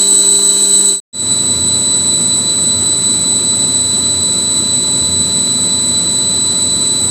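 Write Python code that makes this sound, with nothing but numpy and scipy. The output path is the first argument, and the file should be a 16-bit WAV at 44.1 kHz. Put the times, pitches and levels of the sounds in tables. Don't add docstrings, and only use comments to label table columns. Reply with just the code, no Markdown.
import sys
import numpy as np
from scipy import signal
from scipy.fft import rfft, irfft
from scipy.io import wavfile
from scipy.ndimage import uniform_filter1d, minimum_filter1d

SR = 44100
rng = np.random.default_rng(int(sys.argv[2]) if len(sys.argv) > 2 else 0)


def master_out(mix):
    frames = np.transpose(np.atleast_2d(mix))
    ceiling = np.clip(frames, -1, 1)
    pcm = np.round(ceiling * 32767).astype(np.int16)
    wavfile.write(sys.argv[1], SR, pcm)


N = 313110
T = np.arange(N) / SR

SHAFT_HZ, BLADE_PASS_HZ = 49.92, 120.3
MOVE_S = 1.07
THROB_PER_S, THROB_CREST_S, SETTLE_S = 5.1, 1.35, 1.9
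THROB_DEPTH_DB, THROB_DEPTH_HZ = 1.74, 5.9


def gain_of(db):
    return 10 ** (np.asarray(db) / 20)


def unit_power(x):
    return x / np.sqrt(np.mean(abs(x) ** 2) + 1e-20)


def noise_band(width_hz, edge_hz):
    hz = np.fft.fftfreq(N, 1 / SR)
    shape = 1 / np.sqrt((1 + (2 * hz / width_hz) ** 2) * (1 + (hz / edge_hz) ** 6))
    noise = rng.standard_normal(N) + 1j * rng.standard_normal(N)
    return unit_power(np.fft.ifft(shape * noise))


def drift(low_hz, high_hz, count=40):
    t = T[::100]
    hz = np.geomspace(low_hz, high_hz, count) * np.exp(rng.standard_normal(count) / 20)
    waves = np.sin(2 * np.pi * (hz[:, None] * t + rng.random((count, 1))))
    return np.interp(T, t, unit_power(waves.sum(0)))


def shaft_flutter(rows, shaft_turns, lopsided, scatter):
    step = 10
    turns = shaft_turns[::step]
    orders, *levels = np.transpose(rows)
    flutters = []
    for level in levels:
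        swing = {k: 2 * np.pi * rng.random() for k in np.unique(abs(orders))}
        sidebands = 0
        for order, db in zip(orders, level):
            phase = np.sign(order) * swing[abs(order)] + lopsided * (2 * rng.random() - 1)
            phase = phase + scatter * drift(0.5, 10)[::step]
            sidebands = sidebands + 1j * gain_of(db) * np.exp(1j * (2 * np.pi * order * turns + phase))
        flutters.append(1 + signal.resample_poly(sidebands, step, 1)[:N])
    return flutters


def whine(curve, flutters, throb, trim_db, octave_trim_db, rasp_db, octave_rasp_db,
          wander_hz, waver_db, octave_waver_db):
    times, *columns = np.transpose(curve)
    hz, tone_db, octave_db = (np.interp(T, times, column) for column in columns)
    cycle = 2 * np.pi * THROB_PER_S * (T - THROB_CREST_S)
    hz = hz - throb * THROB_DEPTH_HZ * np.sin(cycle) + wander_hz * drift(3.7, 36)
    carrier = np.exp(2j * np.pi * np.cumsum(hz) / SR)
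    tone_db = tone_db + trim_db + throb * THROB_DEPTH_DB * np.cos(cycle) + waver_db * drift(4.5, 18)
    octave_db = octave_db + octave_trim_db + octave_waver_db * drift(4.0, 34)
    tone = gain_of(tone_db) * flutters[0] + gain_of(rasp_db) * noise_band(150, 980)
    octave = gain_of(octave_db) * flutters[1] + gain_of(octave_rasp_db) * noise_band(330, 1090)
    return np.sqrt(2) * (tone * carrier + octave * carrier ** 2).real


def rushing_air(spectrum, flicker_db, ripple_db):
    hz, db = np.transpose(spectrum)
    bins = np.fft.rfftfreq(N, 1 / SR)
    echoes_s = np.geomspace(.001, .012, 24)[:, None]
    combs = np.cos(2 * np.pi * (echoes_s * bins[::20] + rng.random(echoes_s.shape)))
    ripple = np.interp(bins, bins[::20], unit_power(combs.sum(0)))
    shape = gain_of(np.interp(np.log(bins + 1), np.log(hz), db) + ripple_db * ripple)
    noise = irfft(rfft(rng.standard_normal(N)) * shape, N) * np.sqrt(SR / 2)
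    return noise * gain_of(flicker_db * drift(2, 50))


def rotor_hum(rows, cycles, waver_db):
    hum = 0
    for order, db in rows:
        gain = gain_of(db + waver_db * drift(0.487, 12))
        hum = hum + gain * np.sin(2 * np.pi * (round(order) * cycles + rng.random()))
    return np.sqrt(2) * hum


def ringing(bands):
    ring = 0
    for hz, width_hz, db in bands:
        band = noise_band(width_hz, 2 * width_hz) * np.exp(2j * np.pi * hz * T)
        ring = ring + gain_of(db) * band.real
    return np.sqrt(2) * ring


def air_end(shaft_turns):
    # time in seconds, pitch in Hz, tone and octave levels in dB before trim.
    whine_curve = [(0.0, 3977, -19.8, -9), (0.07, 3986.3, -19.5, -15.5), (0.12, 3993, -20, -9),
                   (0.3, 3990.8, -19.1, -11.4), (0.68, 3985.3, -20, -13), (0.74, 3993, -20, -8.7),
                   (0.82, 3984.0, -21.5, -12.5), (0.9, 3990, -19.5, -10)]
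    # offset in shaft orders, dB against the tone, dB against its octave.
    sidebands = [(-8, -29, -23), (-5, -31, -22), (-4, -26, -22), (-3, -21, -34), (-2, -16, -16),
                 (-1, -22, -21), (1, -21, -14), (2, -24, -21), (3, -23, -28), (4, -15, -14), (5, -26, -31),
                 (7, -27, -28), (8, -17, -31)]
    # frequency in Hz, level in dB per Hz.
    rush_spectrum = [(30, -89), (80, -64.5), (120, -61), (170, -64), (270, -63), (340, -55), (450, -63.5),
                     (720, -66.5), (1150, -66.5), (1400, -71), (2700, -75.5), (3100, -67), (3400, -71.5),
                     (5400, -70.5), (8000, -97)]
    hiss_spectrum = [(4500, -100), (6000, -66), (7000, -62.5), (9000, -68.5), (10600, -76.5),
                     (11900, -72.5), (13300, -82.5), (14300, -72.5), (15300, -71)]
    # shaft order, level in dB.
    hum_harmonics = [(4, -32), (8, -29), (12, -49), (13, -45), (16, -47), (18, -52), (20, -49), (24, -54),
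                     (28, -46), (32, -51), (36, -52)]
    # frequency in Hz, width in Hz, level in dB.
    pipe_modes = [(322.5, 25, -40.5), (3110, 67, -51), (5980, 54, -38.5), (9500, 80, -49),
                  (9700, 98, -44.5), (9900, 70, -44), (12500, 89, -56)]
    flutters = shaft_flutter(sidebands, shaft_turns, lopsided=1.0, scatter=0.13)
    whining = whine(whine_curve, flutters, throb=0, trim_db=1.0, octave_trim_db=0.5, rasp_db=-33.5,
                    octave_rasp_db=-21.5, wander_hz=3.4, waver_db=1.1, octave_waver_db=1.45)
    rush = rushing_air(rush_spectrum, flicker_db=1.2, ripple_db=2.5)
    hiss = rushing_air(hiss_spectrum, flicker_db=-0.6, ripple_db=2.5)
    hum = rotor_hum(hum_harmonics, shaft_turns, waver_db=0.7)
    return whining + rush + hiss + hum + ringing(pipe_modes)


def fan_drone():
    # multiple of the blade rate, level in dB.
    blade_harmonics = [(1, -36.5), (2, -34.5), (3, -43), (4, -48), (5, -52), (8, -53)]
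    blade_passes = np.cumsum(BLADE_PASS_HZ + 0.19 * drift(0.303, 4)) / SR
    return rotor_hum(blade_harmonics, blade_passes, waver_db=.5)


def cabinet_boom():
    # frequency in Hz, width in Hz, relative level in dB.
    low_modes = [(76.4, 6.3, -10.5), (91.8, 3.1, 3)]
    # middle in seconds, length in seconds, crest level in dB.
    booms = [(1.6, 0.34, -28.5), (2.78, .14, -31), (3.843, .14, -31), (4.183, .16, -30), (5.118, .55, -29),
             (6.5, 0.1, -32), (6.74, 0.14, -35), (7.08, .2, -31)]
    bed_db, waver_db = -37.5, 2.5
    rumble = ringing(low_modes)
    steady = rumble / np.sqrt(uniform_filter1d(rumble ** 2, size=4000) + .05 * np.mean(rumble ** 2))
    power = gain_of(bed_db + waver_db * drift(1.5, 8.6)) ** 2
    for middle_s, length_s, db in booms:
        arch = np.cos(np.pi * np.clip((T - middle_s) / length_s, -.5, .5))
        power = power + (gain_of(db) * arch) ** 2
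    return np.sqrt(power) * unit_power(steady)


def control_panel(shaft_turns):
    # time in seconds, pitch in Hz, tone and octave levels in dB before trim.
    whine_curve = [(1.3, 3973, -19.5, -15.5), (1.6, 3978, -20, -16.5), (1.75, 3977.3, -19, -15),
                   (2.38, 3974, -20, -14.9), (2.46, 3966.7, -18, -19.5), (2.54, 3981, -20, -15),
                   (3.7, 3979, -19.5, -15.5), (4.2, 3978, -19, -16.5), (4.95, 3978, -19, -16.5),
                   (6.95, 3982, -18.5, -16.5), (7.05, 3977.1, -21, -16)]
    # offset in shaft orders, dB against the tone, dB against its octave.
    sidebands = [(-16, -38, -32), (-12, -31, -26), (-10, -41, -29), (-8, -28, -22), (-7, -33, -29),
                 (-6, -41, -32), (-5, -23, -25), (-4, -27, -21), (-3, -26, -27), (-2, -28, -12),
                 (-1, -21, -25), (1, -21, -22), (2, -27, -22), (3, -30, -31), (4, -22, -17), (5, -26, -12),
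                 (6, -36, -17), (7, -25, -27), (8, -26, -25), (9, -34, -22), (10, -34, -27), (11, -37, -27),
                 (12, -34, -27), (16, -34, -30)]
    # shaft order, level in dB.
    hum_harmonics = [(4, -42), (8, -38), (12, -45), (17, -54), (20, -45), (28, -58), (34, -58), (36, -60),
                     (40, -56), (44, -59)]
    # frequency in Hz, level in dB per Hz.
    rush_spectrum = [(30, -80), (50, -72), (95, -56.5), (145, -54.5), (230, -50.5), (340, -56),
                     (440, -62.5), (550, -61), (680, -66), (850, -62.5), (1350, -68), (1500, -70),
                     (2700, -73.5), (6000, -72.5), (9000, -93)]
    hiss_spectrum = [(5000, -94), (7200, -72), (9400, -81.5), (10300, -82), (12200, -86.5), (13300, -84),
                     (14300, -86), (15400, -77)]
    # frequency in Hz, width in Hz, level in dB.
    ringing_bands = [(176.2, 4.5, -38), (230, 18, -39), (503, 43, -43), (5700, 150, -63), (6510, 100, -46),
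                     (9730, 130, -48.5), (11930, 40, -54), (12060, 120, -60), (14200, 70, -71)]
    flutters = shaft_flutter(sidebands, shaft_turns, lopsided=1.25, scatter=.25)
    throb = np.exp(-((T - THROB_CREST_S) / SETTLE_S) ** 2)
    whining = whine(whine_curve, flutters, throb, trim_db=0.87, octave_trim_db=0.5, rasp_db=-34,
                    octave_rasp_db=-26.0, wander_hz=2.7, waver_db=1.03, octave_waver_db=1.34)
    fan = fan_drone()
    hum = rotor_hum(hum_harmonics, shaft_turns, waver_db=0.5)
    rush = rushing_air(rush_spectrum, flicker_db=.5, ripple_db=1.66)
    hiss = rushing_air(hiss_spectrum, flicker_db=0.5, ripple_db=2.5)
    return whining + fan + hum + rush + hiss + cabinet_boom() + ringing(ringing_bands)


def scene():
    shaft_turns = np.cumsum(SHAFT_HZ + 0.044 * drift(0.3025, 6)) / SR
    return np.where(T < MOVE_S, air_end(shaft_turns), control_panel(shaft_turns))[None]


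def record(dry):
    # time in seconds, linear gain.
    fade = [(0, 1), (.905, 1), (.95, 0.42), (1, 0.11), (1.002, 0), (1.128, 0), (1.148, 0.28), (1.22, 0.65),
            (1.3, 0.97), (7.1, 0.96)]
    ceiling, cutoff_hz = .97, 15490
    times, gain = np.transpose(fade)
    faded = dry * np.interp(T, times, gain)
    safe_gain = np.minimum(1, ceiling / (abs(faded) + 1e-9))
    limited = faded * uniform_filter1d(minimum_filter1d(safe_gain, size=300), size=300)
    lowpass = signal.firwin(1023, cutoff_hz, window=("kaiser", 9), fs=SR)
    return signal.oaconvolve(limited, lowpass[None], "same")


dry = scene()
out = record(dry)
master_out(out)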